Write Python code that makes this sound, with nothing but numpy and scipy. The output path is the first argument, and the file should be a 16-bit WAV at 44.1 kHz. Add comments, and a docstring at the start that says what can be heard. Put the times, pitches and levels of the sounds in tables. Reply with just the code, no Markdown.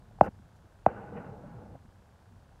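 """Two hard, hollow knocks of falling debris at a demolition site, each followed by a dull rattle that stops short.
The knocks are damped impulses whose bass lags the treble; the rattles are random grains ringing the rubble.
Smaller pieces bump down as short decaying tones, heavy ones slide as rough gliding tones, and fine grit sprays.
Faint, even ticking and a little hiss lie close to the microphone; far off, an excavator rumbles as low noise."""
import sys
import numpy as np
from scipy import signal
from scipy.fft import rfft, irfft
from scipy.io import wavfile

SR = 44100
rng = np.random.default_rng(int(sys.argv[2]) if len(sys.argv) > 2 else 0)


def log_audio(samples):
    """Write samples as a 16-bit WAV file to the path given in sys.argv[1]."""
    # one column per channel
    frames = np.atleast_2d(samples).T
    # limit to full scale, then quantise
    limited = np.clip(frames, -1, 1)
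    pcm = np.round(limited * 32767).astype(np.int16)
    wavfile.write(sys.argv[1], SR, pcm)


N = 114660  # samples, 2.6 s
TIME, FREQS = np.arange(N) / SR, np.fft.rfftfreq(N, 1 / SR)  # s, Hz

# the two knocks: start_s, level_db, tilt_db_per_octave, bass_db, top_edge_db
KNOCKS = [(0.2094, 16.4, 0, 0.8, 0), (0.8624, 12.6, -.5, -5, 14)]
# what the struck debris gives back: frequency_hz, gain_db
KNOCK_BODY = [(25, -49), (55, -17.5), (125, -11), (215, -10), (272, -16.5), (305, -11), (380, -17),
              (480, -11.5), (600, -2.5), (775, 1), (900, -7.5), (1100, -13.5), (1350, -22.5), (1520, -22),
              (1750, -33), (1950, -29), (2190, -36), (2290, -48.5), (2400, -39), (2580, -33.5), (2880, -49),
              (3100, -45), (3380, -58), (3540, -52), (4100, -68.5), (7000, -97), (14000, -135)]
LAG_S, LAG_POWER = 0.001448, 0.98  # bending waves: lag near 1 kHz, and how it grows toward the bass
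BASS_HZ, TOP_HZ = 130.55, 3880  # corners of each knock's bass and top edge

# rattle after each knock: time_s, bass_db, middle_db, upper_middle_db, treble_db
SHORT_RATTLE = [(0.213, -45.5, -32.5, -51, -69), (0.235, -39.5, -34, -48, -60.5),
                (0.262, -42.5, -37.5, -46, -57), (0.282, -42, -39.5, -47, -59), (0.292, -33, -56, -74, -89)]
LONG_RATTLE = [(0.866, -49.5, -52.5, -58.5, -68), (0.888, -50.5, -40.5, -45, -60),
               (0.925, -46.5, -46, -56.5, -66.5), (0.993, -47, -49, -49.5, -67),
               (1.02, -51.5, -47.5, -57.5, -66), (1.115, -47, -52, -58, -73), (1.162, -40, -44, -58, -67),
               (1.171, -45, -44.5, -52.5, -54.5), (1.205, -42.5, -48, -54, -66),
               (1.29, -52, -51.5, -60, -70.5), (1.38, -50, -53, -66.5, -81), (1.48, -49, -59, -62.5, -74.5),
               (1.63, -53, -53, -65.5, -81), (1.72, -53.5, -60, -71.5, -81), (1.76, -48.5, -54, -69, -83),
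               (1.775, -65.5, -107, -97, -97)]
# borders between the rattle's four bands: frequency_hz
RATTLE_SPLITS_HZ = [330, 930, 1703]
# broad colour of the rattling rubble: frequency_hz, gain_db
RATTLE_BODY = [(30, -18.5), (100, 1.5), (210, -0.5), (260, -6.5), (390, -7), (470, -3), (540, -4.5),
               (610, -5.5), (690, -8), (820, -4), (1000, -14.5), (1200, -16.5), (1480, -15), (1720, -23),
               (1900, -23.5), (2400, -30.5), (2950, -32), (3200, -49.5), (5000, -70)]
# narrow rings in the rubble: frequency_hz, lift_db
RINGS = [(205, 3), (495, 5.5), (825, 4), (1070, 4), (1318, 4), (1487, 10), (2700, 9.5)]
SHORT_RING_WIDTH_HZ, LONG_RING_WIDTH_HZ = 65, 11
GRAINS_PER_S = 4500  # mean rate of small contacts
RATTLE_EDGE_S = 0.0036  # the rattle starts and stops this quickly

# heavy pieces sliding: start_s, length_s, level_db, start_pitch_hz, end_pitch_hz
GROANS = [(1.02, 0.037, -44.5, 496, 540), (1.155, 0.063, -44, 472, 489), (1.21, 0.18, -47.5, 458.4, 430),
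          (1.255, 0.08, -44, 241.5, 74), (1.43, 0.076, -46.5, 159.7, 212), (1.53, 0.08, -42.5, 150, 94)]
GROAN_ROUGH, GROAN_WIDTH_HZ = 0.56, 40  # noisy share 0-1, and its spread to each side of the pitch

# small pieces landing: start_s, level_db, pitch_hz, t60_s
BUMPS = [(0.111, -46.5, 620, 0.019), (0.187, -39.5, 788, 0.022), (0.397, -47.5, 203, 0.064),
         (0.643, -52, 330, 0.031), (0.648, -48, 92, 0.11), (1.124, -36.5, 486, 0.093),
         (1.437, -43, 585, 0.11), (1.634, -35, 370, 0.014), (1.691, -39.5, 102, 0.1),
         (1.753, -37.5, 676, 0.021), (1.851, -48, 210.4, 0.076)]
BUMP_RISE_S = 0.001

# fine grit, the first knock's crack, its spray, a late trickle: start_s, length_s, level_db
GRIT = [(0.2095, 0.004, -64.5), (0.215, 0.059, -67.5), (0.553, 0.0194, -76.5)]
GRIT_CLUMP_DB, GRIT_CLUMP_HZ = 1.5, 150  # rms unevenness, and its fastest rate
# colour of the grit: frequency_hz, gain_db
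GRIT_COLOUR = [(1500, -15), (5000, 0.5), (15000, -9.5)]

# one tick close to the microphone: length_s, level_db, start_pitch_hz, end_pitch_hz
TICK = (.003, -60.8, 2050, 1050)
TICK_HZ, TICK_FIRST_S, TICK_SPREAD_DB = 29.97, 0.0219, 1  # rate, first onset, random level spread
RETURN_S, RETURN_DB = 0.02, -9  # the weaker stroke after each tick

# colour of the distant engine: frequency_hz, gain_db
RUMBLE = [(24, -24.5), (39, 3), (50, -7.5), (65, -2.5), (105, -1.5), (150, -8.5), (220, -13), (320, -26),
          (2000, -68)]
# how the engine comes and goes: time_s, level_db
RUMBLE_LEVEL = [(0, -55), (0.4, -53), (0.75, -60), (1.85, -56), (2.27, -59.5), (2.33, -54), (2.45, -58),
                (2.6, -60)]
# colour of the site air and hiss: frequency_hz, gain_db
AIR = [(30, -9), (400, 0), (850, 1.5), (1200, -5.5), (1550, -8), (1800, -14.5), (2150, -15), (3500, -17),
       (8000, -22.5), (12000, -27.5), (15500, -33.5)]
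AIR_DB = -65.5

EDGE_HZ = 15750  # the recorder's upper limit


def knock(level_db, tilt_db, bass_db, top_db, size=8192):
    """One blow through a heavily damped body; the treble arrives first, so it chirps down into a thump."""
    hz = abs(np.fft.fftfreq(size, 1 / SR))
    bass_shelf_db = bass_db / (1 + (hz / BASS_HZ) ** 2)
    top_shelf_db = top_db * (1 - 1 / (1 + (hz / TOP_HZ) ** 10))
    slope_db = tilt_db * np.log2((hz + 20) / 1000)
    gain = amp(read(KNOCK_BODY, hz) + slope_db + bass_shelf_db + top_shelf_db)

    # minimum phase: the body answers at once, with no sound ahead of the blow
    half = size // 2 + 1
    causal = np.exp(np.conj(signal.hilbert(np.log(gain))))[:half]

    # summing the lag over frequency gives the phase that delays the bass
    lag = LAG_S * (1000 / (hz[:half] + 20)) ** LAG_POWER
    delay = np.exp(-2j * np.pi * np.cumsum(lag) * SR / size)
    wave = irfft(causal * delay)[:size // 2]
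    return amp(level_db) * wave / np.linalg.norm(wave)


def rattle(levels, ring_width_hz):
    """Dense small contacts ring the rubble; four bands swell and fade on their own."""
    signs = rng.choice([-1, 1], N)
    grains = signs * (rng.random(N) < GRAINS_PER_S / SR)
    rings_db = sum(db / (1 + (2 * (FREQS - hz) / ring_width_hz) ** 2) for hz, db in RINGS)
    spectrum = rfft(grains) * amp(read(RATTLE_BODY, FREQS) + rings_db)

    band = np.searchsorted(np.sort(RATTLE_SPLITS_HZ), FREQS)
    times, *curves = np.transpose(levels)
    out = np.zeros(N)
    for k, level_db in enumerate(curves):
        band_sound = unit(irfft(spectrum * (band == k), N))
        out += band_sound * amp(np.interp(TIME, times, level_db))

    nearest_end_s = np.minimum(TIME - times[0], times[-1] - TIME)
    sounding = np.sin(np.pi / 2 * np.clip(nearest_end_s / RATTLE_EDGE_S, 0, 1)) ** 2
    return sounding * out


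def groan(length, level_db, from_hz, to_hz):
    """A heavy piece slides and grips unevenly, its rough resonance bending as it goes."""
    ring = glide(length, level_db, from_hz, to_hz)
    roughness = wobble(GROAN_WIDTH_HZ)[:len(ring)]
    return ring * (np.sqrt(1 - GROAN_ROUGH) + np.sqrt(GROAN_ROUGH) * roughness)


def bump(level_db, hz, t60):
    """A small piece lands with a short, dull ring that decays exponentially."""
    t = TIME[:SR // 5]
    decay = amp(level_db - 60 * t / t60)
    rise = np.minimum(t / BUMP_RISE_S, 1)
    return decay * rise * np.sin(2 * np.pi * hz * t)


def grit(start, length, level_db):
    """A brief, uneven spray of fine particles, heard as clumped noise."""
    arch = np.sqrt(abs(np.sin(np.pi * np.clip((TIME - start) / length, 0, 1))))
    spray = rng.standard_normal(N) * amp(GRIT_CLUMP_DB * wobble(GRIT_CLUMP_HZ))
    return amp(level_db) * arch * coloured(spray, GRIT_COLOUR)


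def ticking():
    """Tiny regular ticks close by, each a falling chirp with a weaker return stroke."""
    out, click = np.zeros(N), glide(*TICK)
    for s in np.arange(TICK_FIRST_S, N / SR, 1 / TICK_HZ):
        add(out, s, amp(TICK_SPREAD_DB * rng.standard_normal()) * click)
        add(out, s + RETURN_S, amp(RETURN_DB) * click)
    return out


def background():
    """Far engine rumble, rising and sinking as low noise, under steady air and hiss."""
    rumble_gain = amp(np.interp(TIME, *np.transpose(RUMBLE_LEVEL)))
    rumble = rumble_gain * coloured(rng.standard_normal(N), RUMBLE)
    air = amp(AIR_DB) * coloured(rng.standard_normal(N), AIR)
    return rumble + air


def glide(length, level_db, from_hz, to_hz):
    """A ring that swells and fades while its pitch slides."""
    u = np.arange(0, length, 1 / SR) / length
    pitch_hz = from_hz + (to_hz - from_hz) * u
    return amp(level_db) * np.sin(np.pi * u) * np.sin(2 * np.pi * np.cumsum(pitch_hz) / SR)


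def wobble(hz):
    """Random variation up to a rate, at rms 1."""
    return unit(irfft(rfft(rng.standard_normal(N)) * (FREQS < hz), N))


def coloured(x, points):
    """Gives a signal a spectrum, at rms 1."""
    return unit(irfft(rfft(x) * amp(read(points, FREQS)), N))


def read(points, hz):
    """Reads a spectrum table on a log-frequency axis."""
    f, db = np.transpose(points)
    return np.interp(np.log(hz + 1), np.log(f + 1), db)


def unit(x):
    """Scales to rms 1."""
    return x / np.sqrt(np.mean(x ** 2) + 1e-30)


def amp(db):
    """Decibels to gain."""
    return 10 ** (np.asarray(db) / 20)


def add(mix, s, sound):
    """Mixes a sound in at a time."""
    part = mix[max(round(s * SR), 0):][:len(sound)]
    part += sound[:len(part)]


def scene():
    """Knocks, rattles, sliding and falling pieces over the site's background."""
    out = background() + ticking()
    out += sum(grit(*row) for row in GRIT)
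    out += rattle(SHORT_RATTLE, SHORT_RING_WIDTH_HZ) + rattle(LONG_RATTLE, LONG_RING_WIDTH_HZ)
    for source, table in (knock, KNOCKS), (bump, BUMPS), (groan, GROANS):
        for s, *row in table:
            add(out, s, source(*row))
    return out[None]


def record(dry):
    """The recorder's band limit, a steep linear-phase low-pass."""
    low_pass = signal.firwin(511, EDGE_HZ, window=("kaiser", 9), fs=SR)
    return signal.oaconvolve(dry, low_pass[None], "same")


dry = scene()
out = record(dry)
log_audio(out)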